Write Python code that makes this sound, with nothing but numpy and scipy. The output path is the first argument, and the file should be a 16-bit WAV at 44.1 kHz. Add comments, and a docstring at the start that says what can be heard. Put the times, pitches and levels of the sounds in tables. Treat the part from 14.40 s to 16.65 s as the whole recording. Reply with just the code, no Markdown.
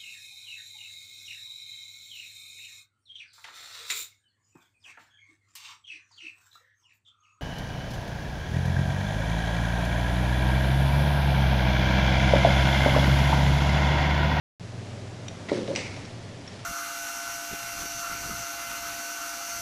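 """Quiet, humming room with a toy pool table. A small ball is nudged with a click, clips a pocket's
plastic rim, drops with low knocks and rumbles along the wooden channel underneath. It ends in a bright
clack that rings the pocket, then rattles to rest. Light ticks, likely claws, fall around the clack.
Impacts are filtered pulses, damped modes and decaying noise; rolling is a stream of tiny random bumps."""
import sys
import numpy as np
from scipy import signal
from scipy.fft import rfft, irfft, next_fast_len
from scipy.io import wavfile
from scipy.ndimage import map_coordinates

SR = 44100
rng = np.random.default_rng(int(sys.argv[2]) if len(sys.argv) > 2 else 0)


def to_wav(sig):
    """Store sig (one row per channel, or 1-D mono) as 16-bit WAV at the path in sys.argv[1].

    Samples outside -1..1 are clipped; the rate is SR.
    """
    pcm = np.clip(np.atleast_2d(sig), -1, 1) * 32767
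    pcm = np.round(pcm).astype(np.int16)
    wavfile.write(sys.argv[1], SR, pcm.T)  # frames by channels


N = 99225
TAIL_S = np.arange(SR * 3 // 4) / SR

# end-stop contacts (time [s], level [dB])
CLACK_HITS = [(1.352, -12), (1.3606, -7.5), (1.3645, -18), (1.382, -22), (1.392, -21)]
# end-stop spectrum (frequency [Hz], level [dB])
CLACK_COLOUR = [(30, -46), (300, 3), (900, -1.5), (1400, -20), (1850, -2.5), (2450, 5), (3300, -8.5),
                (4200, -5.5), (4900, -4.5), (5300, -10), (5800, -3.5), (6700, -12.5), (8300, -10),
                (9500, -34), (11000, -52)]
# end-stop resonances (frequency [Hz], level [dB], t60 [s])
CLACK_MODES = [(1860, 0, .5), (1962, -3, .65), (2127, 1, .85), (2190, -3, .9), (2243, 2, 1.0),
               (2330, -6, .9), (2469, -5, .75), (2731, -3, .55), (2911, 4, .5), (4820, -3, .5),
               (5750, -7, .45)]
# pocket cavity band (frequency [Hz], level [dB])
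HOLLOW_COLOUR = [(30, -70), (1400, -30), (1850, -7), (2120, -1), (2250, 0), (2450, -2), (2700, -8),
                 (3100, -22), (11000, -70)]
# dry cracks of the ball (time [s], level [dB])
BALL_HITS = [(1.3523, -24), (1.3606, -2.5)]
# ball resonances (frequency [Hz], level [dB], t60 [s])
BALL_MODES = [(2170, 1, .016), (2450, -4, .014), (2750, 0, .012), (4400, -10, .012), (4900, -10, .012),
              (5780, -2.5, .016), (8100, -15, .008)]
# settling touches (time [s], level [dB])
RATTLE_HITS = [(1.392, -12), (1.4012, -10), (1.4496, -13.5), (1.463, -17), (1.476, -18), (1.51, -19),
               (1.5419, -18), (1.556, -27), (1.6117, -25), (1.6626, -24)]

# ball on wood (time [s], level [dB], pitch [ratio])
KNOCK_HITS = [(1.115, -7.5, 1.2), (1.1176, 4, 1.05), (1.1315, -10, 1.06), (1.139, -10, 1.04),
              (1.155, -9.5, 0.87), (1.1623, -6.5, 0.924), (1.174, -9.5, 1.12), (1.186, -6, 0.786),
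              (1.195, -13, 0.74), (1.2195, -8.5, 0.89), (1.282, -7.5, 1.2), (1.304, -12, 0.99),
              (1.310, -10.5, 1.21), (1.3162, -3, 1.077)]
# hollow table spectrum (frequency [Hz], level [dB])
WOOD_COLOUR = [(20, -76), (60, -69), (140, -6.5), (250, -0.5), (350, -1.5), (450, -2.5), (560, 1),
               (700, -20.5), (900, -16), (1500, -47), (4000, -35), (10000, -82)]
# table resonances (frequency [Hz], level [dB], t60 [s])
WOOD_MODES = [(142, 0, .5), (208, -1, .45), (245, -7, .3), (273, -3, .4), (328, -5, .2), (361.5, 4, .4),
              (420, -8, .2), (548.5, 2, .4), (593, -6, .25), (688, 2, .3), (865, 0, .25)]
# channel floor resonances (frequency [Hz], level [dB], t60 [s])
FLOOR_MODES = [(125, -11, .12), (410, -14, .15), (530, 0, .04), (552, -12, .25)]
# rumble envelope (time [s], level [dB])
ROLL_LEVEL = [(1.07, -83), (1.09, -37), (1.11, -46), (1.135, -32), (1.2, -33), (1.25, -43.5), (1.32, -36),
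              (1.39, -40.5), (1.48, -49.5), (1.7, -67)]
# scrape spectrum (frequency [Hz], level [dB])
SCRAPE_COLOUR = [(300, -25.5), (900, -0.5), (2000, 0), (3200, -1.5), (5500, -2.5), (7000, -11.5),
                 (10000, -17), (12000, -64)]
# scrape envelope (time [s], level [dB])
SCRAPE_LEVEL = [(1.07, -71), (1.09, -51), (1.15, -41.5), (1.24, -50), (1.33, -47.5), (1.45, -46.5),
                (1.66, -54), (1.76, -55), (2.04, -55), (2.12, -51), (2.25, -51.5)]

# rim contacts (time [s], level [dB])
RIM_HITS = [(1.0865, -16), (1.090, -12), (1.0945, -9), (1.098, -17)]
# plastic rim spectrum (frequency [Hz], level [dB])
RIM_COLOUR = [(30, -40), (200, -15), (700, -7), (1150, -17), (1330, -14), (1420, 0), (1580, -18),
              (1760, -14), (1880, 1), (2050, -7), (2190, 3), (2450, -14), (3000, -16), (3800, -13),
              (6000, -24), (11000, -48)]
# nudge contacts (time [s], level [dB])
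NUDGE_HITS = [(0.8818, -19), (0.884, -11.5)]
# nudge resonances (frequency [Hz], level [dB], t60 [s])
NUDGE_MODES = [(1577, -11, .025), (2420, -1, .028), (3150, -5, .02), (3520, -4, .022), (3720, 0, .021),
               (4870, -9, .015), (5760, 2.5, .02), (7090, -3, .016), (8440, -13, .015)]
# light taps (time [s], tap level [dB], ping level [dB])
TICK_HITS = [(1.277, -17.5, -37), (1.565, -21.5, -29), (1.652, -22, -28), (2.077, -20.5, -20)]
# tap spectrum (frequency [Hz], level [dB])
TICK_COLOUR = [(30, -32), (500, -16), (2000, 1), (3500, 1), (4900, -8), (5650, -6), (6400, -6), (8200, -41),
               (11000, -36)]
# tap resonances (frequency [Hz], level [dB], t60 [s])
PING_MODES = [(5480, 0, 0.047), (5660, -5, .03)]

# hum lines (frequency [Hz], level [dB])
HUM_LINES = [(96.9, -2.5), (117.6, -2)]
# hum envelope (time [s], level [dB])
HUM_LEVEL = [(.2, -45), (.38, -41), (.62, -41.5), (.93, -44), (1.02, -51.5), (1.3, -44.5), (1.62, -43.5),
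             (2.0, -48), (2.25, -51.5)]
# room air spectrum (frequency [Hz], level [dB])
AIR_COLOUR = [(25, -17), (50, -25.5), (63, -11.5), (78, -13), (92, -7.5), (125, -6.5), (150, -12),
              (172, -3), (190, -10), (210, -10), (290, -11), (340, -16.5), (390, -12.5), (470, -17),
              (620, -14), (800, -20.5), (1200, -26), (1900, -26), (2600, -28.5), (5800, -32.5), (7000, -35),
              (9000, -43), (10500, -45), (11500, -54.5)]
# room air envelope (time [s], level [dB])
AIR_LEVEL = [(.2, -42.5), (.5, -40.5), (.75, -42), (1.05, -40.5), (1.6, -40), (1.75, -42.5), (2.25, -43.5)]
# room decay (frequency [Hz], t60 [s])
ROOM_DECAY = [(200, 0.21), (2300, 0.4), (6000, 0.54), (10000, 0.21)]


def clack(hollow_db=-6, hollow_t60_s=1, rattle_t60_s=.1):
    """Ball hits the end of its run and rattles; the hardest contact rings the pocket."""
    out = contacts(CLACK_HITS, CLACK_COLOUR, t60_s=.011, chatter_db=9, room_db=3.5)
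    hollow = impulse(HOLLOW_COLOUR)
    time_s, db = max(CLACK_HITS, key=lambda hit: hit[1])
    add(out, time_s, amp(db) * norm(through(ring(CLACK_MODES), impulse(CLACK_COLOUR))))
    add(out, time_s, amp(db + hollow_db) * norm(through(burst(hollow_t60_s), hollow)))
    for time_s, db in BALL_HITS:
        add(out, time_s, amp(db) * ring(BALL_MODES))
    for time_s, db in RATTLE_HITS:
        add(out, time_s, amp(db) * norm(through(burst(rattle_t60_s), hollow)))
    return out


def knocks(modes_db=-3, boom_db=-5.5, landing_s=1.2862, landing_db=.88):
    """Ball bounces on wood: thud, table modes, diffuse boom. The second landing rings the floor."""
    out = np.zeros(N)
    for time_s, db, ratio in KNOCK_HITS:
        thud = impulse(WOOD_COLOUR, ratio)
        add(out, time_s, amp(db) * thud)
        add(out, time_s, amp(db + modes_db) * norm(through(ring(WOOD_MODES), thud)))
        add(out, time_s, amp(db + boom_db) * norm(through(burst(t60_s=.2), thud)))
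    floor_note = norm(through(ring(FLOOR_MODES), impulse(WOOD_COLOUR)))
    add(out, landing_s, amp(landing_db) * floor_note)
    return out


def rolling(bumps_per_s=1100, scrapes_per_s=3700):
    """Small bumps rumble in the wood; the surface scrapes."""
    rumble = unit(through(grains(bumps_per_s), impulse(WOOD_COLOUR)))
    scrape = unit(through(grains(scrapes_per_s), impulse(SCRAPE_COLOUR)))
    return rumble * level(ROLL_LEVEL) + scrape * level(SCRAPE_LEVEL)


def rim(gain_db=1.5):
    """Ball chatters on the pocket's plastic rim."""
    return amp(gain_db) * contacts(RIM_HITS, RIM_COLOUR, t60_s=.026, chatter_db=24, room_db=-5.5)


def nudge(crack_db=-7, room_db=-13):
    """Short pitched click as the ball is set going."""
    out = np.zeros(N)
    for time_s, db in NUDGE_HITS:
        click = ring(NUDGE_MODES) + amp(crack_db) * through(burst(t60_s=.011), impulse(TICK_COLOUR))
        reverb = amp(room_db) * through(room_tail(), click)
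        add(out, time_s, amp(db) * (click + reverb))
    return out


def ticks():
    """Light taps, likely claws on the table, each with a high ping."""
    taps = [hit[:2] for hit in TICK_HITS]
    out = contacts(taps, TICK_COLOUR, t60_s=.022, chatter_db=9, room_db=-6)
    for time_s, _, ping_db in TICK_HITS:
        add(out, time_s, amp(ping_db) * ring(PING_MODES))
    return out


def hum(waver_db=1.5, drift_rad=.4):
    """Two low tones wandering in level and phase."""
    time_s = np.arange(N) / SR
    out = np.zeros(N)
    for hz, db in HUM_LINES:
        gain = amp(db + waver_db * wobble(5.43))
        phase_rad = 2 * np.pi * (hz * time_s + rng.random()) + drift_rad * wobble(5.83)
        out += gain * np.sin(phase_rad)
    return np.sqrt(2) * out * level(HUM_LEVEL)


def air():
    """Room air: near-steady coloured noise."""
    return unit(through(rng.standard_normal(N), impulse(AIR_COLOUR))) * level(AIR_LEVEL)


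def contacts(hits, colour, t60_s, chatter_db, room_db):
    """Hard contacts: click, chatter and room tail through one spectrum."""
    out = np.zeros(N)
    for time_s, db in hits:
        blow = amp(chatter_db) * burst(t60_s)
        blow[0] += 1  # click
        add(out, time_s, amp(db) * (norm(blow) + amp(room_db) * room_tail()))
    return through(out, impulse(colour))


def ring(modes):
    """Damped modes of alternating sign, levels varied per strike; energy 1."""
    scatter_db = 1.5 * rng.standard_normal(len(modes))
    out = np.zeros(len(TAIL_S))
    for k, (hz, db, t60_s) in enumerate(modes):
        envelope = amp(db + scatter_db[k] - 60 * TAIL_S / t60_s)
        out += (-1) ** k * envelope * np.sin(2 * np.pi * hz * TAIL_S)
    return norm(out)


def burst(t60_s):
    """Decaying noise, energy 1."""
    return norm(rng.standard_normal(len(TAIL_S)) * amp(-60 * TAIL_S / t60_s))


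def grains(per_s):
    """Tiny impacts, random in time and size."""
    return rng.standard_normal(N) * (rng.random(N) < per_s / SR)


def room_tail(size=256, onset_s=.004):
    """Random room response, decay set per frequency; energy 1."""
    hz, time_s, spectra = signal.stft(rng.standard_normal(len(TAIL_S)), SR, nperseg=size)
    decay = amp(-60 * time_s / along(ROOM_DECAY, hz)[:, None])
    tail = signal.istft(spectra * decay, SR, nperseg=size)[1][:len(TAIL_S)]
    return norm(tail * (1 - np.exp(-TAIL_S / onset_s)))


def impulse(colour, ratio=1, size=8192):
    """Minimum-phase response of a spectrum shifted by a pitch ratio; energy 1."""
    hz = np.fft.rfftfreq(size, 1 / SR)
    cepstrum = irfft(np.log(amp(along(colour, hz / ratio))))
    cepstrum[1:size // 2] *= 2
    cepstrum[size // 2 + 1:] = 0
    return norm(irfft(np.exp(rfft(cepstrum))))


def through(x, response):
    """Convolve, keeping the length of x."""
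    return signal.fftconvolve(x, response)[:len(x)]


def wobble(knots_per_s):
    """Smooth random curve."""
    knots = rng.standard_normal(int(N * knots_per_s / SR) + 4)
    return map_coordinates(knots, [np.arange(N) * knots_per_s / SR])


def along(points, hz):
    """Interpolate on a log frequency axis."""
    knots_hz, values = np.transpose(points)
    return np.interp(np.log(hz + 1), np.log(knots_hz + 1), values)


def level(rows):
    """Gain per sample from (time [s], level [dB])."""
    return amp(np.interp(np.arange(N) / SR, *np.transpose(rows)))


def add(out, time_s, x):
    """Mix x into out at time_s."""
    start = int(round(time_s * SR))
    out[start:start + len(x)] += x[:len(out) - start]


def amp(db):
    """dB to gain."""
    return 10 ** (np.asarray(db) / 20)


def unit(x):
    """Scale to rms 1."""
    return x / np.sqrt(np.mean(x ** 2) + 1e-20)


def norm(x):
    """Scale to energy 1."""
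    return x / (np.linalg.norm(x) + 1e-20)


def scene():
    """Mono mix at the near end of the table."""
    return (rim() + air() + hum() + nudge() + knocks() + rolling() + clack() + ticks())[None]


def record(dry):
    """Brick-wall low-pass; silence before start_s."""
    top_hz, start_s = 11700, .197
    size = next_fast_len(N + SR // 2)
    passband = np.fft.rfftfreq(size, 1 / SR) < top_hz
    filtered = irfft(rfft(dry, size) * passband, size)[..., :N]
    return filtered * (np.arange(N) / SR >= start_s)


dry = scene()
out = record(dry)
to_wav(out)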